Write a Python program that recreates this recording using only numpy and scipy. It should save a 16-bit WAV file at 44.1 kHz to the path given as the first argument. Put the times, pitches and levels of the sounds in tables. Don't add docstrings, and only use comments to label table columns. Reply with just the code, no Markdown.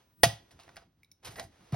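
import sys
import numpy as np
from scipy import signal
from scipy.fft import rfft, irfft, next_fast_len
from scipy.io import wavfile
from scipy.ndimage import uniform_filter1d, map_coordinates

SR = 44100
rng = np.random.default_rng(int(sys.argv[2]) if len(sys.argv) > 2 else 0)


def store_wav(level_fs):
    pcm = np.round(np.clip(np.atleast_2d(level_fs), -1, 1) * 32767)
    wavfile.write(sys.argv[1], SR, pcm.T.astype(np.int16))


def ratio_of_db(decibels):
    return 10 ** (np.asarray(decibels, float) / 20)


N = 77175
SPAN = 16384

# frequency in Hz, relative density in dB per Hz.
HISS_SPECTRUM = [(200, -30.5), (350, 0.5), (900, -2.5), (6000, -13), (11400, -22.5), (15000, -27),
                 (16000, -50.5)]
# frequency in Hz, lead of the left in radians.
PHASE_TURN = [(0, 0), (200, -.1), (560, -1.1), (1700, 0), (2900, 1), (4200, .9), (5000, .2), (7000, 3),
              (8000, 3.3), (9700, 6.2), (11200, 6.3), (12900, 9.3), (14500, 9.6), (15800, 12.5)]


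def unit(x):
    return x / np.sqrt(np.mean(x ** 2) + 1e-20)


def peak(x):
    return x / np.sqrt(np.abs(uniform_filter1d(x ** 2, size=88)).max())


def along(points, hz):
    f, v = np.transpose(points)
    return np.interp(np.log(hz + 1), np.log(f + 1), v)


def filtered(x, response):
    m = next_fast_len(x.shape[-1] + 8192)
    spectrum = rfft(x, m) * response(np.fft.rfftfreq(m, 1 / SR))
    return irfft(spectrum, m)[..., :x.shape[-1]]


def wobble(knots_per_s):
    knots = rng.standard_normal(int(N * knots_per_s / SR) + 4)
    return map_coordinates(knots, [np.arange(N) * knots_per_s / SR])


def dying(t60_s):
    t = np.arange(SPAN) / SR
    return ratio_of_db(-60 * t / abs(t60_s)) * (1 - np.exp(-t / 0.00038))


def ringing(modes, tilt_db_per_octave):
    t = np.arange(SPAN) / SR
    out = np.zeros(SPAN)
    for hz, db, t60_s in modes:
        spread_db = 1.5 * rng.standard_normal()
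        level_db = db + tilt_db_per_octave * np.log2(hz / 2000) + spread_db
        out += ratio_of_db(level_db - 60 * t / t60_s) * np.sin(2 * np.pi * hz * t)
    return out


def rattle(envelope):
    spikes = ratio_of_db(2.4 * rng.standard_normal(SPAN))
    force = rng.standard_normal(SPAN) * spikes * envelope
    return force / np.linalg.norm(force)


def rubbing():
    # time in seconds, hiss level in dB, rumble level before wobble in dB.
    strokes = [(0, -69.5, -66), (0.122, -77.5, -71.5), (.2, -78.5, -63.5), (0.451, -69.5, -67),
               (.66, -67, -64), (.82, -70.5, -66), (0.892, -84, -71.5), (1.212, -86, -79.5),
               (1.268, -50, -57.5), (1.448, -81.5, -56.5), (1.53, -70.5, -67), (1.75, -63.5, -68.5)]
    # frequency in Hz, relative density in dB per Hz.
    rumble_spectrum = [(15, -28), (76, -0.5), (200, -9.5), (350, -13), (600, -43.5), (1500, -120)]
    s, hiss_db, rumble_db = np.transpose(strokes)
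    t = np.arange(N) / SR
    grains = rng.standard_normal(N) * ratio_of_db(0.91 * wobble(220) + 1.2 * wobble(25))
    hiss = unit(filtered(grains, lambda hz: ratio_of_db(along(HISS_SPECTRUM, hz))))
    rumble = unit(filtered(rng.standard_normal(N), lambda hz: ratio_of_db(along(rumble_spectrum, hz))))
    rumble = rumble * ratio_of_db(3.6 * wobble(25))
    return ratio_of_db(np.interp(t, s, hiss_db)) * hiss + ratio_of_db(np.interp(t, s, rumble_db)) * rumble


def desk():
    # settled frequency in Hz, level before tilt and spread in dB, t60 in seconds.
    desk_modes = [(66.6, -13, .2), (111, 5.5, 0.13), (151.5, -6.5, 0.086), (198, -8.5, 0.068)]
    # start in seconds, gain in dB.
    thumps = [(0.234, -26.5), (0.259, -24.5), (0.323, -40), (0.697, -55), (1.283, -46), (1.421, -60),
              (1.7239, -20.5)]
    sag_lead_s, sag_settle_s = .0123, .0045
    out, t = np.zeros(N + SPAN), np.arange(SPAN) / SR
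    hurried = (t + sag_lead_s * (1 - np.exp(-t / sag_settle_s))) * SR
    swell = (1 - np.exp(-t / 0.0069)) ** 2
    for s, db in thumps:
        boom = np.interp(hurried, np.arange(SPAN), ringing(desk_modes, -1))
        out[round(s * SR):][:SPAN] += ratio_of_db(db) * boom * swell
    return out[:N]


def knife():
    # start in seconds, level in dB, favoured frequency in Hz.
    ticks = [(1.032, -55.5, 2272), (1.046, -61, 3886), (1.1153, -51.5, 6100), (1.118, -58, 5510)]
    # frequency in Hz, level before spot loss and spread in dB, t60 in seconds.
    blade_modes = [(2250, 0, .012), (3850, -2, .008), (5437, 0, .008), (5950, -2, .006), (9200, 0, .005),
                   (11500, -3, .005), (14420, -2, .05)]
    spot_loss_db_per_octave = 14.5
    click_db, click_t60_s = -3, 0.031
    out, t = np.zeros(N + SPAN), np.arange(SPAN) / SR
    rise = (1 - np.exp(-t / 0.00058)) ** 2
    for s, db, best_hz in ticks:
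        modes = [(hz, level_db - spot_loss_db_per_octave * abs(np.log2(hz / best_hz)), t60_s)
                 for hz, level_db, t60_s in blade_modes]
        click = unit(np.diff(rng.standard_normal(SPAN + 1))) * dying(click_t60_s)
        ring = peak(ringing(modes, 0) * rise)
        out[round(s * SR):][:SPAN] += ratio_of_db(db) * (ring + ratio_of_db(click_db) * click)
    return out[:N]


def contacts():
    # frequency in Hz, level before tilt and spread in dB, t60 in seconds.
    case_modes = [(689, 3, .08), (768, 0, .06), (865, -12, .04), (1077, -14, .03), (1350, -10, .025),
                  (1724, -8, .02), (1900, -5, .03)]
    # frequency in Hz, response in dB.
    crack_spectrum = [(300, -41), (520, -20.5), (680, -11), (5000, -9.5), (9800, -17.5), (15400, -26.5)]
    # start in seconds, level in dB, crack t60 in seconds,
    # tilt in dB per octave, ring over crack in dB.
    snap = [(0.2329, -11.5, 0.017, 8.5, 0.5), (.2345, -11.5, 0.021, 0, 2.5),
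            (.238, -12.5, 0.056, 0.5, -6.5)]
    taps = [(.591, -51, 0.023, -5, -5.5), (.597, -54, 0.17, -2.5, -14.5), (0.633, -55.5, 0.032, -0.5, -11),
            (.679, -63.5, 0.011, 6, 14), (.69, -49.5, 0.049, -6.5, -4.5), (.759, -51.5, 0.019, 7, -2.5),
            (0.767, -40.5, 0.022, -2.5, -16.5), (.772, -46.5, 0.07, -6.5, -9),
            (1.357, -43.5, 0.04, -3.5, -21), (1.396, -32.5, 0.033, 0, -10.5), (1.722, -49, 0.033, 3.5, 1),
            (1.743, -45.5, 0.049, -4, 11.5)]
    # start in seconds, level in dB, rise in seconds,
    # tilt in dB per octave, ring over scrape in dB.
    scrapes = [(0.506, -59.5, 0.0076, 2.5, -11.5), (.815, -63.5, 0.0073, -3, 0.5),
               (1.227, -58.5, 0.011, 0, -8), (1.246, -43.5, 0.0079, 4.5, -17.5),
               (1.269, -46.5, 0.0075, 2.5, -18), (1.3, -56.5, 0.017, 6.5, 0), (1.358, -55, 0.013, 10.5, 10),
               (1.381, -48.5, 0.014, 0.5, 9), (1.421, -57, 0.011, 7, -19), (1.605, -65, 0.0076, 0, -9),
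               (1.724, -43, 0.011, -2, -23)]
    out, t = np.zeros((2, N + SPAN)), np.arange(SPAN) / SR

    def swelling(rise_s):
        return t / rise_s * np.exp(1 - t / rise_s) * ratio_of_db(1.44 * wobble(247)[:SPAN])

    blows = [(row, dying(row[2]), crack_spectrum, 3) for row in snap + taps]
    swells = [(row, swelling(row[2]), HISS_SPECTRUM, 1) for row in scrapes]
    no_bass = signal.butter(3, 400, "high", fs=SR)
    for (s, db, _, tilt_db, ring_db), shape, colour, power in blows + swells:
        noise = filtered(rattle(1), lambda hz: ratio_of_db(along(colour, hz) + tilt_db * np.log2((hz + 50) / 2000)))
        crack = signal.lfilter(*no_bass, unit(noise) * shape)
        force = rattle(shape ** power)
        ring = peak(signal.fftconvolve(force, ringing(case_modes, tilt_db))[:SPAN])
        out[:, round(s * SR):][:, :SPAN] += ratio_of_db(db) * np.array([crack, ratio_of_db(ring_db) * ring])
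    return out[:, :N]


def room(x):
    # frequency in Hz, t60 in seconds.
    decay = [(100, 0.12), (700, 0.27), (3000, .3), (12000, 0.21)]
    hz, t, z = signal.stft(rng.standard_normal(SR // 2), SR, nperseg=256)
    fading = z * ratio_of_db(-60 * t / along(decay, hz)[:, None])
    tail = signal.istft(fading, SR, nperseg=256)[1]
    return signal.fftconvolve(np.pad(x, (150, 0)), tail / np.linalg.norm(tail))[:N]


def scene():
    room_db, unlike_db = -13.5, -1.5
    ring_in_room_db = -4
    crack, ring = contacts()
    rest = crack + knife() + desk()
    sent = ratio_of_db(room_db) * (rest + ratio_of_db(ring_in_room_db) * ring)
    mono = rest + ring + room(sent) + rubbing()
    f, turn = np.transpose(PHASE_TURN)
    apart = filtered(room(sent) + rubbing(), lambda hz: np.sin(np.interp(hz, f, turn)))
    return mono + ratio_of_db(unlike_db) * apart * np.array([[1], [-1]])


def low_pass(x):
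    return signal.sosfilt(signal.butter(12, 16870, fs=SR, output="sos"), x)


def record(dry):
    # frequency in Hz, left over right in dB.
    lean = [(300, 0), (800, -5), (1300, -4.5), (1800, -1.5), (6000, 0)]
    top_hz, ceiling = 15950, .95
    f, turn = np.transpose(PHASE_TURN)

    def spread(hz):
        half = (1j * np.interp(hz, f, turn) + np.log(ratio_of_db(along(lean, hz)))) / 2
        return np.exp(np.array([half, -half])) * (hz < top_hz)

    wide = filtered(dry, spread)
    wide = wide / (1 + np.abs(wide / ceiling) ** 4) ** .25
    return low_pass(wide)


dry = scene()
out = record(dry)
store_wav(out)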